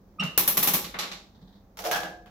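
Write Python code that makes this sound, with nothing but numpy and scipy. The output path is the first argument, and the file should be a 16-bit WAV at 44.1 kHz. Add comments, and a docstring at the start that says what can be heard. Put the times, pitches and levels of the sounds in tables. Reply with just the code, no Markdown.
"""A quiet room, close to the hatch of a small vending machine.
Over a low hum, a dry pivot squeaks by stick-slip friction and the slide knocks, setting the cabinet
panels booming. A steel pawl clacks over six teeth, and the slide knocks home. A wrapped chocolate bar
scrapes along, drops down the chute and rattles into the ringing tray. Each impact is a burst of
decaying noise, joined by the damped normal modes of the parts it excites."""
import sys
import numpy as np
from scipy import signal
from scipy.fft import rfft, irfft, next_fast_len
from scipy.io import wavfile
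from scipy.ndimage import map_coordinates

SR = 44100
rng = np.random.default_rng(int(sys.argv[2]) if len(sys.argv) > 2 else 0)


def to_wav(s):
    """Save 16-bit WAV."""
    ch = np.atleast_2d(s).T  # columns
    pcm = np.round(np.clip(ch, -1, 1) * 32767)  # PCM
    wavfile.write(sys.argv[1], SR, pcm.astype(np.int16))


N = 101429
T = np.arange(SR * 3 // 4) / SR  # time axis of one event, s


def amp(db):
    """Amplitude ratio of a level in decibels."""
    return 10 ** (np.asarray(db) / 20)


def along(points, hz):
    """Interpolation of (frequency, value) points on a logarithmic frequency axis."""
    knot_hz, values = np.transpose(points)
    return np.interp(np.log(hz + 1), np.log(knot_hz + 1), values)


def wobble(rate_hz, size):
    """Smooth random modulation: a spline through Gaussian values drawn at rate_hz."""
    return map_coordinates(rng.standard_normal(size // 8), [np.arange(size) * rate_hz / SR], mode="wrap")


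def filtered(x, response):
    """Linear filtering: the spectrum is multiplied by a frequency response."""
    size = x.shape[-1]
    padded = next_fast_len(size + SR // 4)
    return irfft(rfft(x, padded) * response(np.fft.rfftfreq(padded, 1 / SR)), padded)[..., :size]


def dull(hz, cutoff_hz):
    """Low-pass response: a soft contact excites little above its cutoff."""
    return 1 / np.sqrt(1 + (hz / cutoff_hz) ** 5)


def add(out, start_s, sound):
    """Superposition: an event adds to the sound already present."""
    part = out[:, round(start_s * SR):][:, :len(T)]
    part += sound[..., :part.shape[1]]


# Likeness of the sound at the two ears: frequency_hz, correlation
COHERENCE = [(100, 0.96), (300, 0.97), (700, .7), (1400, 0.1), (3000, 0.095), (6000, 0.033), (14000, 0.02)]
def ear_angle(hz):
    """Interaural coherence as a mixing angle: high frequencies differ more between the ears."""
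    return np.arccos(np.clip(along(COHERENCE, hz), -1, 1)) / 2


def noise(spectrum, size, grain_db=0, cutoff_hz=SR):
    """Partly coherent stereo noise of unit rms; a random gain on each sample makes it grainy."""
    white = rng.standard_normal((2, size)) * amp(grain_db * rng.uniform(-1, 1, size))
    colour = lambda hz: amp(along(spectrum, hz)) * dull(hz, cutoff_hz)
    split = lambda hz: np.array([np.cos(ear_angle(hz)), np.sin(ear_angle(hz))])
    mid, side = filtered(white, lambda hz: colour(hz) * split(hz))
    pair = np.array([mid + side, mid - side])
    return pair / np.sqrt(np.mean(pair ** 2) + 1e-20)


# Spectrum of the room's background: frequency_hz, level_db
ROOM_SPECTRUM = [(20, -22), (32, -10.5), (46, 0.5), (80, -10.5), (100, -7), (135, -16.5), (170, -11.5),
                 (200, 1), (230, -16), (270, -15), (470, -19), (750, -22), (1500, -33), (3000, -44),
                 (6000, -41.5), (9000, -56), (15000, -41)]
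def room_hum(level_db=-55):
    """Ambient noise: low spectral peaks make a hum whose level wavers slightly."""
    return amp(level_db + 0.4 * wobble(7.82, N)) * noise(ROOM_SPECTRUM, N)


# Reverberation time inside the cabinet: frequency_hz, t60_s
CABINET_DECAY = [(200, 0.97), (700, 0.39), (2000, 0.34), (4500, 0.4), (8000, 0.37), (14000, 0.27)]
def cabinet_decay(x, t60_scale):
    """Reverberant decay: each frequency band dies exponentially at its own rate."""
    hz, t, bands = signal.stft(x, SR, nperseg=256)
    t60_s = t60_scale * along(CABINET_DECAY, hz)[:, None]
    return signal.istft(bands * amp(-60 * t / t60_s), SR, nperseg=256)[1][:, :len(T)]


# Squeaks of the dry pivot: start_s, length_s, pitch_hz, level_db, overtone_step_db
PIVOT_SQUEAKS = [(0.185, 0.022, 1238, -37.5, -19), (0.196, 0.0098, 2748, -24, -16.5),
                 (.199, 0.022, 2792, -34, -10), (.2, .014, 2970, -33, -31.5)]
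def pivot(waver=0.012, echo_db=3.5, echo_cutoff_hz=3960):
    """Stick-slip friction: brief harmonic tones of wavering pitch reverberate in the cabinet."""
    out = np.zeros((2, N))
    for start_s, length_s, pitch_hz, level_db, overtone_step_db in PIVOT_SQUEAKS:
        phase = 2 * np.pi * np.cumsum(pitch_hz * (1 + waver * wobble(380, len(T)))) / SR
        tone = sum(amp(overtone_step_db * k) * np.sin((k + 1) * phase) for k in range(3))
        tone *= np.sin(np.pi * np.clip(T / length_s, 0, 1))
        response = cabinet_decay(noise([(100, 0.007), (16000, 0.0054)], len(T)), t60_scale=1.2)
        response /= np.linalg.norm(response[0])
        echo = signal.fftconvolve(tone[None], response, axes=1)[:, :len(T)]
        echo = filtered(echo, lambda hz: dull(hz, echo_cutoff_hz))
        add(out, start_s, amp(level_db) * np.sqrt(2) * (tone + amp(echo_db) * echo))
    return out


def strike(x, crack, crack_s, attack_s, t60_scale=1, chatter_db=2, chatter_s=0.025):
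    """Impact transient: noise is shaped into a chattering crack, then dense echoes in the cabinet."""
    chatter = amp(chatter_db * wobble(495, len(T)) * np.exp(-T / chatter_s))
    onset = (1 + crack * np.exp(-T / crack_s)) * (1 - np.exp(-T / attack_s))
    return chatter * onset * cabinet_decay(x, t60_scale)


def ring(modes, cutoff_hz, attack_s, twin_db=-5):
    """Damped normal modes: each wavers in phase and beats with a weaker, slightly detuned twin."""
    out = np.zeros((2, len(T)))
    for hz, level_db, t60_s in modes:
        ear_phase = ear_angle(hz) * rng.choice([-1, 1]) * np.array([[1], [-1]])
        phase = 2 * np.pi * (hz * T + rng.random())
        phase += 0.6 * np.minimum(hz / 900, 1) * wobble(60, len(T))
        detune_hz = 17 * np.sqrt(hz / 1000) * rng.uniform(-2, 2)
        beat_phase = 2 * np.pi * (detune_hz * T + rng.random())
        twin = amp(twin_db) * np.sin(phase + beat_phase - ear_phase)
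        doublet = (np.sin(phase + ear_phase) + twin) / np.hypot(1, amp(twin_db))
        envelope = amp(level_db + rng.normal(0, 1.3) - 60 * T / t60_s)
        out += envelope * dull(hz, cutoff_hz) ** 2 * doublet
    return out * (1 - np.exp(-T / attack_s))


# Knocks of the slide: start_s, level_db, cutoff_hz, boom_gain_db
SLIDE_KNOCKS = [(0.198, -38, 3700, -32.5), (0.22, -34, 1850, -28.5), (0.233, -39.5, 9700, -37.5),
                (0.841, -37.5, 7440, -44.5), (0.94, -35, 1850, -43.5), (0.9872, -28.5, 8940, -50),
                (1.022, -34.5, 3960, -71.5), (1.033, -43.5, 1836, -53), (1.1141, -37, 5970, -50)]
# Spectrum of a knock: frequency_hz, level_db
SLIDE_SPECTRUM = [(150, -35.5), (250, -16), (629, -6.5), (788, -9), (1310, -2.5), (1640, -6), (2160, -2),
                  (3230, -4), (3770, 1), (4990, -5), (7060, -7), (9010, -16), (12500, -1.5), (16000, -15)]
# Modes of the mechanism's frame, which the pawl also excites: pitch_hz, level_db, t60_s
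FRAME_MODES = [(533, -6.5, 0.54), (700.5, -7.5, 0.23), (820, 3.5, 0.46), (973, -17.5, .35),
               (1145, 2.5, 0.41), (1252, 6.5, 0.14), (2010, 2.5, 0.13), (2136, -2.5, 0.4),
               (2890, -17.5, .3), (3359, -9, 0.57), (3530, -17.5, 0.14), (3846, -7, .38), (4140, 8.5, 0.22),
               (5750, 6, .3)]
def slide(frame_db=-17):
    """Impact excitation: at either end of its travel the slide knocks dully and rings the frame."""
    out = np.zeros((2, N))
    for start_s, level_db, cutoff_hz, boom_gain_db in SLIDE_KNOCKS:
        burst = noise(SLIDE_SPECTRUM, len(T), grain_db=10.5, cutoff_hz=cutoff_hz)
        knock = strike(burst, crack=0.2, crack_s=0.011, attack_s=0.0018)
        knock += amp(frame_db) * ring(FRAME_MODES, cutoff_hz, attack_s=0.00093)
        add(out, start_s, amp(level_db) * knock + amp(boom_gain_db) * panel_boom())
    return out


# Modes of the cabinet's panels: pitch_hz, relative_level_db, t60_s
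PANEL_MODES = [(150, -6, .2), (179, 0, .24), (198, -6, .22), (238, -8, .2), (280, -14, .2)]
def panel_boom():
    """Panel resonance: the cabinet's low modes swell and die after a blow."""
    return ring(PANEL_MODES, cutoff_hz=900, attack_s=0.016) * amp(6.5)


# Clacks of the pawl, one for each tooth: start_s, steel_db, housing_db, boom_gain_db
PAWL_CLACKS = [(0.3765, -17.5, -24.5, -39), (.4765, -18.5, -27.5, -39), (.571, -20.5, -26, -32.5),
               (0.627, -20, -26.5, -69), (.672, -21, -25.5, -36), (0.7356, -21, -26, -34)]
# Spectrum of the struck steel: frequency_hz, level_db
STEEL_SPECTRUM = [(5180, -37), (8800, -29.5), (9930, -10), (10100, -11.5), (10800, -5.5), (13300, -3),
                  (14900, -3), (15600, -12), (16300, -6)]
# Modes of the steel pawl: pitch_hz, level_db, t60_s
PAWL_MODES = [(10422, -4, .3), (10944, -5, .28), (11623, -2, .28), (11962, -3, .25), (12290, -1, .25),
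              (12430, -2, .22), (13081, -3, .28), (13417, 1, .28), (13660, -1, .28), (14180, -3, .28),
              (14303, -2, .3), (15122, -5, .25)]
# Spectrum of the struck housing: frequency_hz, level_db
HOUSING_SPECTRUM = [(120, -18), (200, -10.5), (407, -6.5), (544, -4.5), (717, -10), (815, -4.5),
                    (1010, -2.5), (1390, -7.5), (2490, -5), (3070, -6), (3380, -4.5), (4820, -9.5),
                    (5490, -5.5), (8760, -12), (9500, -22), (12400, -51), (20900, -120)]
def ratchet(pawl_db=-9, frame_db=-17):
    """Free vibration: the pawl snaps off each tooth, ringing brightly over the housing and frame."""
    out = np.zeros((2, N))
    for start_s, steel_db, housing_db, boom_gain_db in PAWL_CLACKS:
        steel = noise(STEEL_SPECTRUM, len(T), grain_db=7.5)
        steel = strike(steel, crack=0.74, crack_s=0.021, attack_s=0.00071)
        steel += amp(pawl_db) * ring(PAWL_MODES, cutoff_hz=24000, attack_s=0.00079)
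        housing = noise(HOUSING_SPECTRUM, len(T), grain_db=15)
        housing = strike(housing, crack=0.17, crack_s=0.018, attack_s=0.00024)
        housing += amp(frame_db) * ring(FRAME_MODES, cutoff_hz=8100, attack_s=0.0032)
        clack = amp(steel_db) * steel + amp(housing_db) * housing
        add(out, start_s, clack + amp(boom_gain_db) * panel_boom())
    return out


# Soft bumps of the bar against the cabinet: start_s, boom_gain_db
BAR_BUMPS = [(1.16, -73), (1.367, -52), (1.416, -45), (1.852, -61), (1.938, -48.5), (2.03, -43.5)]
# Faint scrapes of the bar: start_s, level_db
BAR_SCRAPES = [(1.346, -61), (1.413, -61), (1.474, -61), (1.524, -62.5), (1.556, -65)]
# Spectrum of a scrape: frequency_hz, level_db
SCRAPE_SPECTRUM = [(530, -26), (900, 0.5), (1220, -12.5), (1850, -10.5), (2540, -28), (3680, -3.5),
                   (8350, -33.5), (12000, -39), (16000, -36.5)]
def bar_shifting():
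    """Sliding friction: the bar scrapes in short bursts of noise, and its bumps excite the panels."""
    out = np.zeros((2, N))
    for start_s, level_db in BAR_SCRAPES:
        friction = noise(SCRAPE_SPECTRUM, len(T), grain_db=7)
        scrape = strike(friction, crack=0.28, crack_s=0.0089, attack_s=0.0025, t60_scale=0.82)
        add(out, start_s, amp(level_db) * scrape)
    for start_s, boom_gain_db in BAR_BUMPS:
        add(out, start_s, amp(boom_gain_db) * panel_boom())
    return out


# Contacts with chute and tray, before the loss through the hatch:
# start_s, impact_db, tray_db, tray_cutoff_hz, wrapper_db
BAR_LANDINGS = [(1.7715, -46, -49, 900, -46), (1.789, -40, -40, 845, -37.5), (1.8395, -40, -34, 856, -37),
                (1.85, -38, -28, 830, -36), (1.861, -35, -30.5, 850, -37.5),
                (1.913, -25.5, -36, 2830, -27.5), (1.928, -42, -33, 4630, -59),
                (1.9575, -31.5, -42.5, 3000, -35), (2.033, -36.5, -39, 1510, -46.5),
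                (2.26, -54, -64, 2030, -63.5)]
# Spectrum of the bar's impact: frequency_hz, level_db
IMPACT_SPECTRUM = [(76, -62), (130, -16.5), (450, -8.5), (641, -15), (807, 0), (1370, 1), (1580, -3.5),
                   (1960, -4), (3220, -5.5), (9000, -30), (11700, -54), (19800, -120)]
# Spectrum of the crinkling wrapper: frequency_hz, level_db
WRAPPER_SPECTRUM = [(1500, -23), (3500, -5), (6000, 0), (8500, -12.5), (12500, -3), (15500, -8)]
# Modes of the tray: pitch_hz, level_db, t60_s
TRAY_MODES = [(330, -14, 1.1), (452, -8, .7), (495, -14, 1.1), (545, -5, .6), (623, 1.5, .45),
              (714, 0, .72), (813, 0, .6), (904, -11, .45), (1222, -6, .35), (1545, 2, .4), (1605, 7, .46),
              (1688, 4, .48), (2622, -7, .3), (3330, 1, .3)]
def bar_landing(snap_db=5.5, snap_s=0.0016, hatch_db=-2):
    """Inelastic collision: each landing thuds, crinkles the wrapper and excites the tray's modes."""
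    out = np.zeros((2, N))
    for start_s, impact_db, tray_db, tray_cutoff_hz, wrapper_db in BAR_LANDINGS:
        burst = noise(IMPACT_SPECTRUM, len(T), grain_db=9)
        thud = strike(burst, crack=1.35, crack_s=0.0017, attack_s=0.00055)
        foil = noise(WRAPPER_SPECTRUM, len(T), grain_db=6) * amp(2.2 * wobble(350, len(T)))
        crinkle = strike(foil, crack=0.53, crack_s=0.0068, attack_s=0.0004)
        tray = ring(TRAY_MODES, tray_cutoff_hz, attack_s=0.0046)
        direct_snap = amp(snap_db) * np.exp(-T / snap_s) * noise(IMPACT_SPECTRUM, len(T), grain_db=4)
        landing = amp(impact_db) * (thud + direct_snap) + amp(wrapper_db) * crinkle + amp(tray_db) * tray
        add(out, start_s, amp(hatch_db) * landing)
    return out


def scene():
    """Superposition of the mechanism, the bar and the low hum of the room."""
    return pivot() + ratchet() + slide() + bar_shifting() + bar_landing() + room_hum()


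# Level difference between the channels: frequency_hz, left_minus_right_db
CHANNEL_BALANCE = [(100, -1.4), (1500, -0.8), (5500, -1.4), (10000, -1), (13500, 1.3)]
def record(dry, top_hz=15850):
    """Frequency response: two microphones differ slightly in colour and share a steep band limit."""
    balance = lambda hz: amp(along(CHANNEL_BALANCE, hz) * np.array([[0.5], [-0.5]]))
    band_limit = lambda hz: 1 / (1 + (hz / top_hz) ** 150)
    return filtered(dry, lambda hz: balance(hz) * band_limit(hz))


dry = scene()
out = record(dry)
to_wav(out)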